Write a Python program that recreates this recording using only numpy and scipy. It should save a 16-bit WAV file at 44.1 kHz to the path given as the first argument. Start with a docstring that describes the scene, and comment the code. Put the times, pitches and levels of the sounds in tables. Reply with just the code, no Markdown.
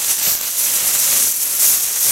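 """A thin plastic garbage bag is pulled open and shaken near a microphone in a small furnished room.
Thousands of creases buckle each second over the hiss of film sliding on film; a few snap out singly.
The broad sheet rustles lower down and puffs air as it billows.
The bag swings out to the right, where it sounds hollower, then comes round to the front."""
import sys
import numpy as np
from scipy import signal
from scipy.fft import rfft, irfft, next_fast_len
from scipy.io import wavfile
from scipy.ndimage import uniform_filter1d, map_coordinates

SR = 44100
rng = np.random.default_rng(int(sys.argv[2]) if len(sys.argv) > 2 else 0)


def generate_wav(sig):
    """Save sig (samples, or channels by samples) to the path in sys.argv[1] as 16-bit PCM at SR."""
    pcm = np.round(np.clip(np.atleast_2d(sig).T, -1, 1) * 32767).astype(np.int16)
    wavfile.write(sys.argv[1], SR, pcm)


N = 93227


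def amp(db):
    """Decibels to gain."""
    return 10 ** (np.asarray(db) / 20)


def unit_rms(x):
    """Scale to rms 1."""
    return x / np.sqrt(np.mean(x ** 2) + 1e-20)


def at_hz(points, hz):
    """Interpolate (f/Hz, value) points on a log axis."""
    f, values = np.transpose(points)
    return np.interp(np.log(hz + 1), np.log(f + 1), values)


def curve(points):
    """Interpolate (t/s, value) points per sample."""
    return np.interp(np.arange(N) / SR, *np.transpose(points))


def wobble(knots_per_s):
    """Smooth random curve."""
    return map_coordinates(rng.standard_normal(N // 20), [np.arange(N) * knots_per_s / SR], mode="wrap")


def filtered(x, response):
    """Apply a frequency response."""
    size = 2 * next_fast_len(N)
    return irfft(rfft(x, size) * response(np.fft.rfftfreq(size, 1 / SR)), size)[..., :N]


def coloured(x, spectrum):
    """Minimum-phase filter from (f/Hz, level/dB) points."""
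    def response(hz):
        cepstrum = irfft(np.log(amp(at_hz(spectrum, hz))))
        half = len(cepstrum) // 2
        causal_window = np.r_[1, np.full(half - 1, 2), 1, np.zeros(half - 1)]
        return np.exp(rfft(cepstrum * causal_window))
    return filtered(x, response)


def patchy(x, depth_db):
    """The colour wanders as the folds change: gain patches of about 1.5 kHz by 40 ms."""
    spectra = signal.stft(x, nperseg=256)[2]
    field = uniform_filter1d(rng.standard_normal(spectra.shape), size=9, axis=0)
    field = uniform_filter1d(field, size=14, axis=1)
    return signal.istft(spectra * amp(depth_db * unit_rms(field)), nperseg=256)[1][:N]


def buckles(per_s, spread_db, decay_s, top_hz, count=40000, size=96):
    """Buckling film gives tiny damped ticks of random pitch and strength; rms 1 at any rate."""
    waits = rng.exponential(size=count)
    strength = np.clip(rng.standard_normal(count), -3, 2.2)
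    pitch, phase = rng.random((2, count, 1))
    starts = np.searchsorted(np.cumsum(per_s * np.ones(N)) / SR, np.cumsum(waits))
    heard = starts < N
    t = np.arange(size) / SR
    tones = np.cos(2 * np.pi * (top_hz * pitch[heard] * t + phase[heard]))
    ticks = amp(spread_db * strength[heard, None]) * np.exp(-t / decay_s) * tones
    indices = starts[heard, None] + np.arange(size)
    train = np.bincount(indices.ravel(), ticks.ravel(), N)[:N]
    return unit_rms(train / np.sqrt(per_s))


# How hard the film is worked: t/s, level/dB
EFFORT_DB = [(0, -19), (.075, -18.5), (.11, -13), (.16, -21.5), (.195, -18), (.22, -19), (.26, -15),
             (.32, -16.5), (.395, -26.5), (.42, -22.5), (.475, -20), (.52, -23), (.565, -20.5), (.59, -15),
             (.66, -16), (.71, -18), (.765, -15.5), (.825, -20), (.88, -14), (.92, -18), (.95, -14),
             (.97, -17.5), (.995, -13.5), (1.06, -14), (1.2, -13), (1.3, -16.5), (1.335, -22), (1.44, -19),
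             (1.51, -21), (1.58, -19.5), (1.61, -14), (1.65, -12.5), (1.74, -14), (1.785, -19),
             (1.84, -16.5), (1.9, -20.5), (1.995, -18.5), (2.04, -13.5), (2.11, -13)]
# Crackle and hiss spectrum: f/Hz, level/dB
FILM_SPECTRUM_DB = [(1000, -45), (3000, -20), (4300, -12), (5100, -7), (5900, .3), (6500, -.6), (7300, -.3),
                    (9000, -1.3), (10700, -.5), (11500, .8), (12600, .5), (13400, -3.7), (14700, -8),
                    (15800, -8.3)]


def crinkle():
    """More effort buckles more creases, and harder, in small clumps; sliding film hisses beneath."""
    effort_db = curve(EFFORT_DB)
    creases_per_s = 6000 * amp(effort_db - effort_db.mean()) ** .9
    creases = buckles(creases_per_s, spread_db=2, decay_s=.00012, top_hz=17600)
    crackle = amp(-3.5) * unit_rms(coloured(creases, FILM_SPECTRUM_DB))
    hiss = amp(-2.5) * unit_rms(coloured(rng.standard_normal(N), FILM_SPECTRUM_DB))
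    clumps_db = .82 * wobble(90)
    return amp(effort_db + clumps_db) * patchy(crackle + hiss, depth_db=.8)


# Rustle envelope: t/s, level/dB
RUSTLE_DB = [(0, -29.5), (.08, -31), (.11, -26.5), (.16, -34.5), (.27, -26.5), (.39, -36.5), (.45, -32),
             (.53, -36.5), (.6, -30.5), (.95, -29.5), (1.14, -27), (1.28, -30.5), (1.34, -38.5),
             (1.43, -34), (1.57, -34.5), (1.62, -28), (1.73, -28.5), (1.78, -32.5), (1.99, -33),
             (2.09, -26.5)]
# Rustle spectrum: f/Hz, level/dB
RUSTLE_SPECTRUM_DB = [(20, -27), (50, -13.5), (100, -8.5), (230, -6.5), (340, -6), (540, -3), (850, -3.5),
                      (1600, -1.4), (2600, 0.5), (3500, 0.86), (4500, 0), (7000, -17.5), (15000, -68)]


def rustle():
    """Broad folds of the sheet give way with a lower, papery sound."""
    folds = buckles(per_s=6000, spread_db=-.5, decay_s=.00017, top_hz=8200)
    level_db = curve(RUSTLE_DB) + .37 + wobble(61.2)
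    return amp(level_db) * unit_rms(coloured(folds, RUSTLE_SPECTRUM_DB))


# Top treble gain: t/s, level/dB
SPARKLE_DB = [(0, -.5), (.2, -2), (.28, 1.2), (.4, -.5), (.62, 0), (.88, .5), (1.0, -1.3), (1.2, -1.3),
              (1.38, 2), (1.68, 1.5), (1.83, -.5), (2.11, 0)]


def sparkle(film, corner_hz=9500):
    """The top treble rises and falls as the film crumples tighter or looser."""
    treble = filtered(film, lambda hz: 1 - 1 / (1 + (hz / corner_hz) ** 10))
    return film + (amp(curve(SPARKLE_DB)) - 1) * treble


# Crease snaps, the long one at 0.412 s a short crunch: t/s, peak level/dB, decay/ms
CREASE_SNAPS = [(.0226, -10, .3), (.0468, -8, .3), (.0857, -9, .6), (.1423, -9, .3), (.1671, -6, .25),
                (.2313, -7, .3), (.3165, -7, .3), (.3218, -7, .3), (.3343, -10, .3), (.3521, -10, .3),
                (.3759, -12, .6), (.412, -7.5, 2), (.4304, -11, .6), (.7367, -10, .3), (.7746, -9, .3),
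                (.8035, -11, .3), (.869, -8, .2), (.9575, -9, .3), (1.3251, -8, .2), (1.3434, -12, .2),
                (1.3649, -12, .5), (1.3789, -12, .5), (1.3888, -12, .5), (1.554, -10, .4)]
# Snap spectrum: f/Hz, level/dB
SNAP_SPECTRUM_DB = [(100, -4), (1500, -9.5), (4000, -4), (6000, -3), (12500, 7), (15500, -2), (16500, -26)]


def snaps(size=512):
    """A taut crease flips over with a sharp crack; a longer decay gives a short crunch."""
    track = np.zeros(N + size)
    t_ms = 1000 * np.arange(size) / SR
    colour = amp(at_hz(SNAP_SPECTRUM_DB, np.fft.rfftfreq(size, 1 / SR)))
    lead = size // 8  # space for the filter's pre-ring
    for start_s, peak_db, decay_ms in CREASE_SNAPS:
        burst = rng.standard_normal(size) * np.exp(-t_ms / decay_ms)
        crack = irfft(rfft(np.roll(burst, lead)) * colour)
        track[int(start_s * SR) - lead:][:size] += amp(peak_db) * crack / abs(crack).max()
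    return track[:N]


# Air puffs: centre t/s, half-width/s, level/dB
AIR_PUFFS = [(.115, .025, -43), (.278, .022, -35), (.82, .2, -47), (1.13, .05, -42), (1.24, .05, -44),
             (1.7, .05, -42), (2.075, .025, -38)]
# Puff spectrum: f/Hz, level/dB
PUFF_SPECTRUM_DB = [(20, -24), (50, -7), (85, -0.5), (120, -4), (210, -3), (320, -6.5), (600, -2),
                    (2000, -61)]


def billows():
    """The swinging bag pushes soft puffs of air."""
    t = np.arange(N) / SR
    swell = sum(amp(level_db) * np.exp(-((t - centre_s) / half_s) ** 2)
                for centre_s, half_s, level_db in AIR_PUFFS)
    return swell * unit_rms(coloured(rng.standard_normal(N), PUFF_SPECTRUM_DB))


# Hollowness: t/s, share/0-1
HOLLOW_SHARE = [(.16, 0), (.24, .9), (.32, 1), (.44, .9), (.56, 0)]
# Hollow colour: f/Hz, level/dB
HOLLOW_EQ_DB = [(200, 0), (3500, 0), (4800, 2.5), (6200, 1), (7800, -1), (9500, -4.7), (10900, -4.7),
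                (11800, 1.3), (13000, 2), (14300, 4.7), (16000, 3)]


def held_aside(film):
    """Held out to the side, the film sounds hollower."""
    share = curve(HOLLOW_SHARE)
    return (1 - share) * film + share * coloured(film, HOLLOW_EQ_DB)


# Room decay: f/Hz, T60/s
ROOM_T60_S = [(150, 0.42), (2000, 0.14), (8000, 0.18), (16000, 0.28)]
# Diffuse difference between the channels: f/Hz, level/dB
ROOM_SIDE_DB = [(60, -9), (600, -6), (1500, -35), (5000, -40), (7000, -4.5), (10500, -3.5), (11400, -1),
                (12200, -44), (15000, -57)]


def room(bag, count=10):
    """A short, narrow stereo tail; random tails crossfade in turn as the bag moves."""
    hz, t, spectra = signal.stft(rng.standard_normal((count, 2, SR // 3)), SR, nperseg=256)
    decay = amp(-60 * t / at_hz(ROOM_T60_S, hz)[:, None])
    tails = signal.istft(spectra * decay, SR, nperseg=256)[1]
    tails /= np.linalg.norm(tails, axis=-1, keepdims=True)
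    tail_offset = np.linspace(0, count - 1, N) - np.arange(count)[:, None]
    fades = np.sqrt(np.maximum(0, 1 - abs(tail_offset)))
    mid, side = signal.fftconvolve((fades * bag)[:, None], tails, axes=-1).sum(axis=0)[:, :N]
    side = filtered(side, lambda hz: amp(at_hz(ROOM_SIDE_DB, hz)))
    return np.array([mid + side, mid - side])


# Bag position: t/s, pan (0 ahead, 1 far right)
BAG_PAN = [(0, 0.48), (.15, 0.44), (.3, 0.78), (.55, 0.79), (.75, 0.64), (1.13, 0.35), (1.2, 0), (2.11, 0)]
# Left minus right at far right: f/Hz, level/dB
FAR_RIGHT_DB = [(60, -2), (180, 1.5), (400, -7), (700, -9.5), (1300, -5.5), (3000, -6.5), (4500, -4),
                (5700, -2.5), (7300, -3), (10500, -4), (11800, 0.2)]


def swing(ahead):
    """Off to the right, the bag is louder in the right channel at most frequencies."""
    right = filtered(ahead, lambda hz: amp(np.outer([.5, -.5], at_hz(FAR_RIGHT_DB, hz))))
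    return ahead + curve(BAG_PAN) * (right - ahead)


def scene():
    """Film sounds and air puffs in the room, panned with the bag."""
    film = sparkle(crinkle() + rustle() + snaps())
    bag = held_aside(film) + billows()
    return swing(bag + amp(-13) * room(bag))


def record(dry, ceiling=.95, knee=4, top_hz=15800):
    """The recorder rounds off the highest peaks and keeps nothing above its band limit."""
    rounded = dry / (1 + abs(dry / ceiling) ** knee) ** (1 / knee)
    return filtered(rounded, lambda hz: hz < top_hz)


dry = scene()
out = record(dry)
generate_wav(out)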